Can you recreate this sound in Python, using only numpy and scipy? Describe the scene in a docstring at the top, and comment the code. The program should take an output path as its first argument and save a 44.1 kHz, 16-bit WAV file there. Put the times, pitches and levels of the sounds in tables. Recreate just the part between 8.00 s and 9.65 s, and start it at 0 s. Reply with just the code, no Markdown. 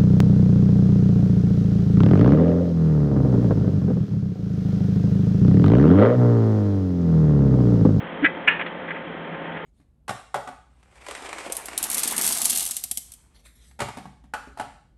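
"""Hydraulic rams crushing a concrete pile

A diesel machine hums on a building site while a ring of rams squeezes the pile. A short stick-slip
judder ends in a dull knock; then the concrete splits and the impulse sets the steel frame ringing.
Crumbling and smaller cracks follow, with faint echoes. Almost nothing is heard above 4 kHz."""
import sys
import numpy as np
from scipy import signal
from scipy.fft import rfft, irfft
from scipy.io import wavfile

SR = 44100
rng = np.random.default_rng(int(sys.argv[2]) if len(sys.argv) > 2 else 0)


def transcribe(signal):
    """Save signal, clipped to [-1, 1], as a 16-bit WAV file at the path in sys.argv[1]."""
    frames = np.atleast_2d(signal).T
    limited = np.clip(frames, -1, 1)
    pcm = np.round(limited * 32767).astype(np.int16)
    wavfile.write(sys.argv[1], SR, pcm)


N = 72765
TIME = np.arange(N) / SR
WANDER_HZ = 2.5  # rms frequency deviation of the machine's tones

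# normal modes of a ram: f/Hz, relative level/dB, T60/s
RAM_MODES = [(1314,-10.5,0.044),(1440,-11.5,.05),(1585,-2,.04),(1700,-3,.035),(1845,-5.5,0.051),(1990,0,.045),(2170,-8.5,.03),(2322,-6.5,.05),(2543,-9.5,.05)]
# normal modes of the steel frame: f/Hz, relative level/dB, T60/s, after-ring level/dB, after-ring T60/s
FRAME_MODES = [(945,-20,.03,-27,.3),(1360,-14,.03,-21,.2),(1731,1,.035,-8,.24),(1827,-5,.028,-9,.33),(1970,-13,.025,-22,.2),(2218,-1.5,.035,-16,.17),(2484,-1,.035,-11,.22),(2595,-4,.025,-15,.18),(2860,-7,.035,-17,.2)]


def from_db(db):
    """Amplitude ratio of a level in decibels."""
    return 10 ** (np.asarray(db) / 20)


def rms_one(x):
    """Normalisation to unit rms."""
    return x / np.sqrt(np.mean(x ** 2) + 1e-20)


def match_energy(x, envelope):
    """Normalisation of x to the energy of an envelope."""
    return rms_one(x) * np.sqrt(np.mean(envelope ** 2))


def drift(corner_hz):
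    """Low-passed Gaussian noise: a slow fluctuation of unit rms."""
    pole = np.exp(-2 * np.pi * corner_hz / SR)
    return rms_one(signal.lfilter([1], [1, -2 * pole, pole * pole], rng.standard_normal(N + SR))[SR:])


def colour(x, spectrum, tilt_db=0):
    """Spectral shaping, with a tilt in dB per octave; unit rms."""
    hz, db = np.transpose(spectrum)
    octave = np.log2(np.maximum(np.arange(N // 2 + 1) * SR / N, 1))
    shape_db = np.interp(octave, np.log2(hz), db)
    slope_db = tilt_db * np.clip(octave, *np.log2(hz[[0, -1]]))
    return rms_one(irfft(rfft(x) * from_db(shape_db + slope_db), N))


def resonate(force, hz, t60):
    """Forced response of a damped oscillator that radiates no bass."""
    radius = from_db(-60 / (max(t60, .002) * SR))
    angle = 2 * np.pi * hz / SR
    return signal.lfilter([1, -2, 1], [1, -2 * radius * np.cos(angle), radius * radius], force + 1e-18)


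def burst(start, db, rise, hold, fall):
    """Transient envelope: linear rise, hold, exponential decay; times in seconds."""
    t = TIME - start
    attack = np.clip(t / rise, 0, 1)
    decay = np.exp(-np.maximum(t - rise - hold, 0) / fall)
    return from_db(db) * attack * decay


def grains(per_second=3500, spread_db=3):
    """Shot noise: a Poisson stream of tiny snaps of uneven size; unit rms."""
    sizes = from_db(spread_db * np.minimum(rng.exponential(1, N), 4)) * rng.choice([-1, 1], N)
    return rms_one(sizes * (rng.random(N) < per_second / SR))


def struck(envelope, modes, contact_hz=2600):
    """Modal superposition: snaps, low-passed by a soft contact, drive each mode to its level."""
    contact = signal.butter(2, contact_hz, fs=SR, output="sos")
    force = signal.sosfilt(contact, envelope * grains() + 1e-18)
    return sum((-1) ** k * from_db(db) * rms_one(resonate(force, hz, t60))
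               for k, (hz, db, t60) in enumerate(modes))


def machine(firing_hz=40, firing_depth=.12):
    """Engine firing modulates the amplitude of broadband noise beneath wavering tones."""
    # tones of the hum: f/Hz, rms level/dB before the swell
    hum_tones = [(428,-53),(517,-48),(544,-46.5),(700,-53.5),(829,-56.5),(882,-55.5),(906,-51),(1050,-56.5),(1244,-56),(1556,-56.5),(1997,-55.5)]
    # noise spectrum: f/Hz, relative density level/dB
    noise_spectrum = [(20,-33),(65,-13.5),(125,-12),(175,-2.5),(220,0),(290,0),(390,-2.5),(560,-3),(850,-5.5),(1100,-8.5),(1900,-7.5),(2400,-13),(2900,-17),(3200,-13),(3550,-23),(4100,-34)]
    # slow swell, taken about its mean: t/s, level/dB
    swell_curve = [(0,-35),(.4,-34.9),(.8,-35.6),(1.1,-35.8),(1.3,-35.2),(1.48,-34.3),(1.65,-35)]
    tones = 0
    for hz, db in hum_tones:
        cycles = np.cumsum(hz + WANDER_HZ * drift(4.9)) / SR + rng.random()
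        amplitude = np.sqrt(2) * from_db(db + 2 * drift(9))
        tones += amplitude * np.sin(2 * np.pi * cycles)
    swell_db = np.interp(TIME, *np.transpose(swell_curve))
    throb = 1 + firing_depth * np.sin(2 * np.pi * (firing_hz * TIME + rng.random()))
    noise = from_db(-35) * throb * colour(rng.standard_normal(N), noise_spectrum)
    return from_db(swell_db - swell_db.mean()) * (tones + noise)


def drone(hz=168, throb_hz=11, throb_depth=.5):
    """Amplitude modulation at a wandering rate makes the machine's deep note throb unevenly."""
    # swell of the note: t/s, relative level/dB
    swell_curve = [(0,-45),(.2,-42),(.45,-43),(.8,-45),(1.05,-44),(1.3,-41),(1.5,-38.5),(1.65,-43)]
    throb_cycles = np.cumsum(throb_hz + 3 * drift(3)) / SR + rng.random()
    throb = 1 + throb_depth * np.sin(2 * np.pi * throb_cycles)
    cycles = np.cumsum(hz + WANDER_HZ * drift(5)) / SR + rng.random()
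    level_db = np.interp(TIME, *np.transpose(swell_curve)) - 1.5
    return from_db(level_db) * rms_one(throb * np.sin(2 * np.pi * cycles))


def echoes(direct):
    """Reflection from the ground and nearby walls returns delayed, weaker copies."""
    # reflections: delay t/s, level/dB re the direct sound
    reflections = [(.023,-20.5),(.041,-22.5)]
    return sum(from_db(db) * np.interp(TIME - delay, TIME, direct, left=0) for delay, db in reflections)


def cracks():
    """Small brittle fractures radiate grit noise and excite the modes of frame and rams."""
    # fractures: onset t/s, level/dB, rise t/s, hold t/s, fall t/s, grit tilt/(dB per octave),
    # then relative level/dB of the grit, of the frame and of the rams
    fractures = [ (.561, -32, .001, .008, .006, -1, -2, -5, -15.5),
                 (.5933, -23.5, .001, .002, .004, -0.5, -4, -5.5, -5),
                 (.603, -26.5, .002, .015, .006, -1.5, -1, -8.5, -11.5),
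                 (.6585, -28.5, .006, .003, .009, 4, -1, -12.5, -10),
                 (.876, -33, .003, .010, .007, 0, -5.5, -8, -2),
                 (.9038, -25, .001, .007, .002, 0, -8, -9, -1),
                 (.9445, -35.5, .001, .02, .01, -0.5, -7, -9, -2),
                 (1.345, -34, .002, .003, .004, -2.5, -1.5, -12, -7.5),
                 (1.559, -36, .002, .015, .01, -1, -4, -14, -3.5)]
    # spectrum of chipping concrete: f/Hz, relative density level/dB
    chip_spectrum = [(40,-39.5),(150,-17.5),(500,-9.5),(1100,-2.5),(1450,-5),(1900,1),(2250,-4),(2600,-2),(3000,-8.5),(3300,-7.5),(4100,-27.5)]
    clank_modes = [mode[:3] for mode in FRAME_MODES]
    sound = 0
    for start, db, rise, hold, fall, tilt_db, grit_db, frame_db, ram_db in fractures:
        envelope = burst(start, db, rise, hold, fall)
        grit = envelope * colour(grains(), chip_spectrum, tilt_db)
        sound += from_db(grit_db) * match_energy(grit, envelope)
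        sound += from_db(frame_db) * match_energy(struck(envelope, clank_modes), envelope)
        sound += from_db(ram_db) * match_energy(struck(envelope, RAM_MODES), envelope)
    return sound


def judder(start=.2232, hz=288, swell_s=.019, swell_db=11.5):
    """Stick-slip: the loaded frame oscillates for a few growing cycles before it slips."""
    t = TIME - start
    swell = from_db(swell_db * np.clip(t / swell_s - 1, -1, 0))
    envelope = burst(start, db=-11, rise=.001, hold=swell_s, fall=.005)
    return swell * envelope * np.sin(2 * np.pi * hz * t)


def knock():
    """Friction and impact: a ram creaks, then jolts forward, ringing and grinding on the concrete."""
    # spectrum of the grinding: f/Hz, relative density level/dB
    grit_spectrum = [(25,-28),(100,0),(330,1),(550,-7),(1100,-12),(1600,0),(2300,-0.5),(2800,-2.5),(3400,-6),(4100,-21)]
    creak = burst(start=.217, db=-29, rise=.018, hold=.008, fall=.01)
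    jolt = burst(start=.2405, db=-13.5, rise=.005, hold=.012, fall=.009)
    envelope = creak + jolt
    ram = match_energy(struck(envelope, RAM_MODES), envelope)
    return ram + from_db(-8.5) * envelope * colour(grains(), grit_spectrum)


def split(start=.4718, db=-9.6):
    """Brittle fracture of the pile shocks the frame into a two-stage decay while grit crumbles."""
    # spectrum of the breaking concrete: f/Hz, relative density level/dB
    grit_spectrum = [(40,-45),(150,-24),(500,-13),(1000,-3.5),(1800,0.5),(2700,0.5),(3300,-10),(4100,-25)]
    modes = np.array(FRAME_MODES)
    fracture = burst(start, db, rise=.006, hold=.010, fall=.003)
    crumble = burst(start, db - 16, rise=.015, hold=.025, fall=.04)
    clank = struck(fracture, modes[:, :3])
    after_ring = struck(fracture, modes[:, [0, 3, 4]])
    grit = (from_db(-15.5) * fracture + crumble) * colour(grains(), grit_spectrum)
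    return match_energy(clank + after_ring, fracture) + grit


def scene():
    """Superposition of the pile breaker, its echoes and the machine, in one channel."""
    breaker = judder() + knock() + split() + cracks()
    return (breaker + echoes(breaker) + machine() + drone())[None]


def record(dry):
    """Band limiting removes the treble; clipping the tip of the highest peak adds a tiny click."""
    treble_edge = signal.butter(8, 3940, fs=SR, output="sos")
    treble_stop = signal.cheby2(16, 70, 4900, fs=SR, output="sos")
    click_lowpass = signal.cheby2(12, 70, 16500, fs=SR, output="sos")
    narrow = signal.sosfilt(treble_stop, signal.sosfilt(treble_edge, dry))
    ceiling = .92 * np.abs(narrow).max()
    return signal.sosfilt(click_lowpass, np.clip(narrow, -ceiling, ceiling))


dry = scene()
out = record(dry)
transcribe(out)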